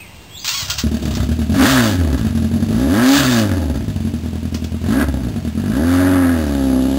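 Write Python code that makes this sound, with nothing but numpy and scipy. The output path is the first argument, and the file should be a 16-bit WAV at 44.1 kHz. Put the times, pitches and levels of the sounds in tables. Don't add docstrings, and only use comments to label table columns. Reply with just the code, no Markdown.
import sys
import numpy as np
from scipy import signal
from scipy.fft import rfft, irfft, next_fast_len
from scipy.io import wavfile
from scipy.ndimage import uniform_filter1d

SR = 44100
rng = np.random.default_rng(int(sys.argv[2]) if len(sys.argv) > 2 else 0)


def log_audio(samples):
    frames = np.atleast_2d(samples).T
    limited = np.clip(frames, -1, 1)
    pcm = np.round(limited * 32767).astype(np.int16)
    wavfile.write(sys.argv[1], SR, pcm)


N = 307818

# time_s, stroke_rate_hz
CRANK_SPEED = [(0.6, 30.0), (0.84, 36.4), (0.95, 39.0), (1.17, 31.3), (1.29, 37.0), (1.5, 40.2),
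               (1.55, 48.2), (1.6, 66.0), (1.7, 138.9), (1.98, 88.9), (2.2, 56.2), (2.39, 43.1),
               (2.69, 47.5), (2.85, 68.3), (3.0, 118.7), (3.1, 136.9), (3.17, 143.3), (3.55, 89.1),
               (3.75, 62.9), (3.99, 45.8), (4.2, 41.8), (4.85, 41.1), (5.0, 74.1), (5.24, 60.5),
               (5.47, 39.8), (5.55, 40.9), (5.7, 52.0), (5.85, 85.5), (5.94, 89.5), (6.11, 93.1),
               (6.33, 84.4), (6.47, 72.6), (6.55, 69.2), (6.77, 63.9), (6.98, 69.2)]
# start_s, burn_count, first_level_db, later_level_db
BURN_RUNS = [(0.839, 2, -6.3, -7.1), (0.918, 2, -7.6, -6.7), (1.027, 2, -12, -7.9), (1.109, 1, -11, 0),
             (1.172, 3, -7, -8.5), (1.291, 2, -6.6, -6.9), (1.392, 2, -7.5, -7.5), (1.496, 3, -6.7, -6.6),
             (2.178, 1, -7.6, 0), (2.249, 2, -5.5, -8.2), (2.352, 2, -6.9, -6.7), (2.423, 2, -7.8, -6.7),
             (2.516, 3, -8.9, -6.4), (2.604, 2, -8.7, -7.3), (2.688, 9, -7.4, -8), (3.743, 2, -9.4, -10),
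             (3.882, 2, -8.7, -13.7), (3.962, 1, -8.9, 0), (4.006, 1, -11.6, 0), (4.051, 2, -11.5, -8.8),
             (4.139, 1, -9.5, 0), (4.237, 2, -14.4, -9.8), (4.333, 2, -11.8, -8.7), (4.43, 2, -14.9, -10),
             (4.525, 2, -13.6, -9.2), (4.623, 2, -16.1, -10.8), (4.721, 2, -14.4, -9.9),
             (4.817, 6, -14.5, -8.5), (5.236, 1, -11.5, 0), (5.286, 1, -10.3, 0), (5.362, 1, -9.8, 0),
             (5.451, 2, -10.3, -9.4), (5.553, 3, -11.5, -8.2), (5.64, 8, -9.1, -9)]
# frequency_hz, gain_db
TEETH_SPECTRUM = [(240, -73), (400, -36), (1060, -11.5), (1440, -6.5), (1520, -17.5), (2290, -8.5),
                  (5500, -4), (7150, -49), (12100, -120)]
BURN_LEAD_S = .0012


def engine():
    t = np.arange(N) / SR
    exhaust_start_s = CRANK_SPEED[0][0]
    rate = curves(CRANK_SPEED)[0] * (t > exhaust_start_s)
    lean = np.clip((63 - rate) / 14, 0, 1)
    turns = np.cumsum(rate) / SR
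    burn_s, burn_db = burns(t, turns)
    train, pumping, uneven_db = strokes(t, rate, turns, lean)
    burn_train = spikes(burn_s - BURN_LEAD_S, amp(burn_db))
    sag_db = sag_after_burns(t, burn_s, lean)

    # time_s, bark_level_db, thump_level_db, rasp_level_db, hiss_level_db
    loudness = [(0.8, -17, -11.5, -38.5, -41), (0.98, -21, -25, -38.5, -37.5),
                (1.05, -14.5, -22.5, -36, -35), (1.16, -19.5, -15.5, -32.5, -34), (1.3, -17, -16, -38, -39),
                (1.52, -17.5, -18.5, -38.5, -39.5), (1.61, -1.5, -12, -10, -18.5),
                (1.7, -15.5, -19.5, -18.5, -18), (1.79, -9.5, -15, -15.5, -20.5),
                (1.88, -16.5, -20, -26.5, -24.5), (1.99, -19, -13, -34, -36.5),
                (2.55, -16, -20, -39.5, -41.5), (2.84, -14.5, -18, -34, -35.5),
                (3.02, -11, -20, -19, -27.5), (3.1, -6.5, -35, -20, -18.5), (3.17, -9.5, -20.5, -16.5, -14),
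                (3.21, -16.5, -19, -20, -21), (3.39, -11.5, -18.5, -24, -22.5),
                (3.47, -18.5, -17, -31, -36), (3.68, -21.5, -18, -41.5, -42),
                (4.25, -21.5, -23, -44.5, -46.5), (4.8, -25.5, -22.5, -46, -48.5),
                (4.9, -14.5, -20.5, -32.5, -36), (4.97, -11, -19, -24, -34), (5.02, -13.5, -21, -17.5, -34),
                (5.06, -22.5, -16.5, -41.5, -43), (5.55, -21, -25, -42.5, -46),
                (5.95, -11.5, -16.5, -24.5, -32.5), (6.27, -11, -19, -25, -38),
                (6.45, -20, -20, -35.5, -37.5), (6.75, -12, -20.5, -39, -38),
                (6.98, -17, -22.5, -40, -36.5)]
    bark_db, thump_db, rasp_db, hiss_db = curves(loudness)
    bark = header_bark(t, train, burn_train, uneven_db, lean, bark_db, sag_db, burn_s[0])
    thump = collector_thump(t, pumping, burn_train, thump_db, sag_db, burn_s[0])
    gas = gas_jets(train, burn_train, lean, rasp_db, hiss_db, sag_db)

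    running = np.clip((t - exhaust_start_s) / 0.015, 0, 1)
    treble = running * gas + amp(-5.0) * fuel_spits()
    return running * (bark + thump) + treble + amp(-7.0) * trees(treble, t60=0.24)


def burns(t, turns):
    rows = []
    for start_s, count, first_db, later_db in BURN_RUNS:
        first_turn = np.interp(start_s, t, turns)
        for k in range(count):
            rows.append((first_turn + k, later_db if k else first_db))
    turn, level_db = np.transpose(rows)
    return np.interp(turn, turns, t), level_db


def strokes(t, rate, turns, lean):
    cylinder_levels = [0, -3.4, -.6, -3.1]
    run_s = np.transpose(BURN_RUNS)[0] - BURN_LEAD_S
    shift = np.unwrap(-np.interp(run_s, t, turns) % 1, period=1)
    turns = np.maximum.accumulate(turns + np.interp(t, run_s, shift))
    stroke = np.flatnonzero(np.diff(np.floor(turns)))

    chance = rng.standard_normal((len(stroke), 2))
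    uneven_db = ragged(t, rate, lean)
    scatter_db = uneven_db[stroke]
    cylinder_db = np.resize(cylinder_levels, len(stroke))
    late_s = scatter_db * chance[:, 1] / (60 * rate[stroke])
    train = spikes(stroke / SR + late_s, amp(cylinder_db + scatter_db * chance[:, 0]))
    pumping = spikes(stroke / SR, amp(cylinder_db + scatter_db * chance[:, 0] * .6))
    return train, pumping, uneven_db


def ragged(t, rate, lean):
    steady_db, idle_db, overrun_db = .7, .8, 5.3
    cold_db, warm_s = 3, 1.8
    opening, stumble_db = throttle(t)
    falling_revs = np.clip((105 - rate) / 15, 0, 1) * np.clip((rate - 40) / 25, 0, 1)
    overrun = (1 - opening) * falling_revs
    cold = np.exp(-np.abs(t - BURN_RUNS[0][0]) / warm_s)
    return steady_db + lean * (idle_db + cold_db * cold) + overrun_db * overrun + stumble_db


def throttle(t):
    # open_s, shut_s, stumble_db (extra scatter at shutting)
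    twists = [(1.5, 1.68, 0), (2.68, 3.18, 4.5), (4.83, 5.02, 2), (5.55, 7, 0)]
    grip_s = .04
    opening = sum(np.clip(np.minimum(t - a, b - t) / grip_s + .5, 0, 1) for a, b, _ in twists)
    stumble_db = sum(db * np.exp(-((t - b - grip_s) / grip_s) ** 2) for _, b, db in twists)
    return opening, stumble_db


def sag_after_burns(t, burn_s, lean):
    depth_db, delay_s = -5.5, 0.031
    last_burn_s = np.concatenate([[0], burn_s])[np.searchsorted(burn_s, t)]
    since_s = t - last_burn_s
    return uniform_filter1d(depth_db * lean * np.exp(-(delay_s / (since_s + 1e-4)) ** 4), size=400)


def header_bark(t, train, burn_train, uneven_db, lean, bark_db, sag_db, catch_s):
    # frequency_hz, width_hz, gain_db
    idle_modes = [(226.1, 21, 15.5), (277, 51, -10.5), (341, 38, -9.5), (429, 54, -18.5), (624, 67, -6)]
    # frequency_hz, width_hz, gain_db
    hot_modes = [(262.4, 31, 2), (222.7, 42, -9), (366.6, 44, -15.5), (544.4, 45, -7), (644.5, 64, -8.5),
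                 (817, 48, -8)]

    def open_end(f):
        return modes(hot_modes)(f) / (1 + (195 / (f + 1)) ** 6)

    def header(x):
        soft = filtered(x, lambda f: 1 / (1 + 1j * f / 600) ** 4)
        return lean * filtered(soft, modes(idle_modes)) + (1 - lean) * filtered(soft, open_end)

    swirl = .03 * (lean + uneven_db / 6) * rng.standard_normal(N)
    level = amp(bark_db - 4 * lean + 0.53 * sag_db) * (t > catch_s)
    ringing = level * even(header(train + swirl), span=0.055)
    slug = filtered(burn_train, lambda f: 1j * f / (40 + 1j * f) / (1 + 1j * f / 480) ** 4)
    return ringing + amp(32.5) * header(burn_train) + amp(25) * slug


def collector_thump(t, pumping, burn_train, thump_db, sag_db, catch_s):
    # frequency_hz, width_hz, gain_db
    column_modes = [(75.6, 18, 3.5), (136, 45, -12)]

    def collector(x):
        return filtered(x, lambda f: modes(column_modes)(f) / (1 + (58 / (f + 1)) ** 6) / (1 + (f / 160) ** 6))

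    cranking_db = -18.5
    level = amp(thump_db + np.where(t < catch_s, cranking_db, sag_db))
    return level * even(collector(pumping), span=0.077) + amp(27) * collector(burn_train)


def gas_jets(train, burn_train, lean, rasp_db, hiss_db, sag_db):
    # frequency_hz, width_hz, gain_db
    mouth_modes = [(883, 450, -10.5), (1314, 590, 3), (1652, 200, -1.5)]
    # frequency_hz, width_hz, gain_db
    stub_modes = [(632, 83, 0.5), (700, 110, -5)]
    # frequency_hz, gain_db
    roar_spectrum = [(1180, -48.5), (2000, -11.5), (2640, -1), (2930, -2), (5500, -4), (7150, -14),
                     (12100, -120)]
    # frequency_hz, width_hz, gain_db
    case_modes = [(2316, 78, -7.5), (2910, 62, -3.5), (3610, 110, 1.5), (3893, 39, 1), (4577, 150, 2)]

    puffs = .4 + unit(dying(train, t60=.025)) / 2 + 4 * dying(burn_train, t60=.12)
    rasp = unit(filtered(puffs * rng.standard_normal(N), lambda f: modes(mouth_modes)(f) ** 2))
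    purr = unit(filtered(puffs * rng.standard_normal(N), lambda f: modes(stub_modes)(f) ** 2))
    rasp = rasp + amp(-7 + 9 * lean) * purr
    hiss = filtered(puffs * rng.standard_normal(N),
                    lambda f: colour(roar_spectrum)(f) * np.abs(0.98 + modes(case_modes)(f)))
    rasp = amp(rasp_db + 0.48 * sag_db) * even(rasp, span=0.096)
    hiss = amp(hiss_db + 0.14 * sag_db) * even(hiss, span=0.073)
    return rasp + hiss


def fuel_spits():
    # start_s, level_db (relative)
    spit_events = [(1.1504, -18), (2.1808, -28), (4.5444, -19.5), (4.6424, -26), (5.012, -29)]
    spit_s, spit_db = np.transpose(spit_events)
    envelope = dying(spikes(spit_s, amp(spit_db)), t60=0.085)
    return envelope * unit(filtered(rng.standard_normal(N), colour(TEETH_SPECTRUM)))


def starter():
    # time_s, level_db (relative)
    grind_curve = [(0.444, -65), (0.49, -16), (0.616, -15.5), (0.692, -23), (0.704, -15), (0.768, -38),
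                   (0.79, -6.5), (0.858, -47), (0.87, -43)]
    # start_s, level_db (relative), t60_s (limited below)
    knock_events = [(0.4446, -7.5, 0.29), (0.4765, -14, 0.98), (0.6992, -9, 0.29), (0.7826, -18.5, 0.28)]
    # frequency_hz, width_hz, gain_db
    housing_modes = [(1090, 11, -10), (1560, 13, -23), (1600, 25, 14.5), (2400, 70, -30), (2530, 46, -10),
                     (2880, 80, -1.5), (3220, 130, 0), (3920, 180, -3.5), (4690, 360, -1), (4610, 71, -15),
                     (5410, 16, 8.5), (5100, 31, -1)]

    t = np.arange(N) / SR
    envelope = amp(curves(grind_curve)[0] - 10) * (t > knock_events[0][0]) * (t < grind_curve[-1][0])
    for s, db, t60 in knock_events:
        decay_db = 60 * np.abs(t - s) / np.clip(t60, .02, .2)
        envelope = envelope + (t > s) * amp(db - 11.0 - decay_db)
    roughness = amp(3.4 * rng.standard_normal(N // 40 + 1)).repeat(40)[:N]
    teeth = rng.standard_normal(N) * roughness
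    rattle = filtered(teeth, lambda f: colour(TEETH_SPECTRUM)(f) * np.abs(1.8 + modes(housing_modes)(f)))
    return envelope * unit(rattle)


def whine():
    # time_s, pitch_hz, level_db
    mesh_curve = [(0.472, 824, -1), (0.49, 918.4, -20.5), (0.512, 899, -32.5), (0.548, 1121, -25.5),
                  (0.578, 1121, -26), (0.669, 894, -34)]
    t = np.arange(N) / SR
    hz, db = curves(mesh_curve)
    wobble = 0.016 * unit(uniform_filter1d(rng.standard_normal(N), 200))
    angle = 2 * np.pi * np.cumsum(hz * (1 + wobble)) / SR
    overtone_db = [-13.5, -6.5, -0.5, 2, 0.5]
    stack = sum(amp(level_db) * np.sin(k * angle) for k, level_db in enumerate(overtone_db, 1))
    fade = np.clip(np.minimum(t - mesh_curve[0][0], mesh_curve[-1][0] - t) / 0.045, 0, 1)
    return amp(db) * stack * fade


def birds():
    # time_s, pitch_hz, level_db (relative)
    bird_calls = [
        [(0, 2610, -36), (.03, 2230, -49), (.07, 1990, -53), (.09, 1800, -84)],
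        [(.29, 3070, -55), (.32, 3300, -43), (.35, 3370, -33), (.38, 4240, -39), (.4, 4810, -34),
         (.44, 4970, -54)],
    ]
    t, song = np.arange(N) / SR, np.zeros(N)
    for call in bird_calls:
        hz, db = curves(call)
        sounding = (t > call[0][0]) * (t < call[-1][0])
        song += amp(db) * sounding * np.sin(2 * np.pi * np.cumsum(hz) / SR)
    return 0.25 * song + amp(6.0) * trees(song, t60=0.31)


def lane():
    # frequency_hz, gain_db
    air_spectrum = [(15, -9), (25, -7), (54, 1.5), (503, -21), (925, -19), (1360, -28), (2790, -20.5),
                    (2990, -23.5), (5500, -27), (7150, -84), (12100, -120)]
    # pitch_hz, level_db (relative)
    steady_tones = [(2772, -56.5), (3176, -62.5)]
    t = np.arange(N) / SR
    tones = np.zeros(N)
    for hz, db in steady_tones:
        drift = np.cumsum(.03 * rng.standard_normal(N))
        tones += amp(db + 7) * np.sin(2 * np.pi * hz * t + drift)
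    air = amp(-38) * unit(filtered(rng.standard_normal(N), colour(air_spectrum)))
    return air + tones * np.clip(1.5 - t, 0, 1)


def trees(x, t60):
    t = np.arange(SR // 2) / SR
    tail = rng.standard_normal(len(t)) * amp(-60 * t / t60)
    return signal.fftconvolve(x, tail / np.linalg.norm(tail))[:N]


def amp(db):
    return 10 ** (np.asarray(db) / 20)


def unit(x):
    return x / np.sqrt(np.mean(x ** 2) + 1e-20)


def even(x, span):
    size = int(span * SR)
    power = np.abs(uniform_filter1d(uniform_filter1d(x ** 2, size), size))
    return x / np.sqrt(power + 1e-4 * np.mean(x ** 2))


def curves(rows):
    s, *cols = np.transpose(rows)
    return [np.interp(np.arange(N) / SR, s, c) for c in cols]


def filtered(x, response):
    m = next_fast_len(N + SR // 2)
    return irfft(rfft(x, m) * response(np.fft.rfftfreq(m, 1 / SR)), m)[:N]


def modes(table):
    return lambda f: sum(amp(db) * 1j * f * w / (c * c - f * f + 1j * f * w) for c, w, db in table)


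def colour(points):
    hz, db = np.transpose(points)
    return lambda f: amp(np.interp(np.log(f + 1), np.log(hz + 1), db))


def spikes(s, size):
    return np.bincount(np.clip(np.round(s * SR).astype(int), 0, N - 1), size, N)


def dying(x, t60):
    return signal.lfilter([1], [1, -amp(-60 / (t60 * SR))], x)


def scene():
    gears = starter() + whine()
    return (engine() + gears + amp(-6.5) * trees(gears, t60=0.19) + birds() + lane())[None]


def record(dry):
    hold_hz, top_hz = 11026, 15750
    x = filtered(dry[0], lambda f: f * f / np.abs(56 ** 2 - f * f + 1j * f * 70))
    x = x + .15 * x ** 2
    x = x / (1 + np.abs(x / .5) ** 5) ** (1 / 5)
    x = filtered(x, lambda f: 1j * f / (40 + 1j * f) * (f < hold_hz / 2))
    tick = np.floor(np.arange(N) * hold_hz / SR)
    held = x[np.minimum(np.ceil(tick * SR / hold_hz).astype(int), N - 1)]
    steps = (np.round(held * 128) + 1 / 3) / 128
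    return (filtered(steps - steps.mean(), lambda f: f < top_hz) + steps.mean())[None]


dry = scene()
out = record(dry)
log_audio(out)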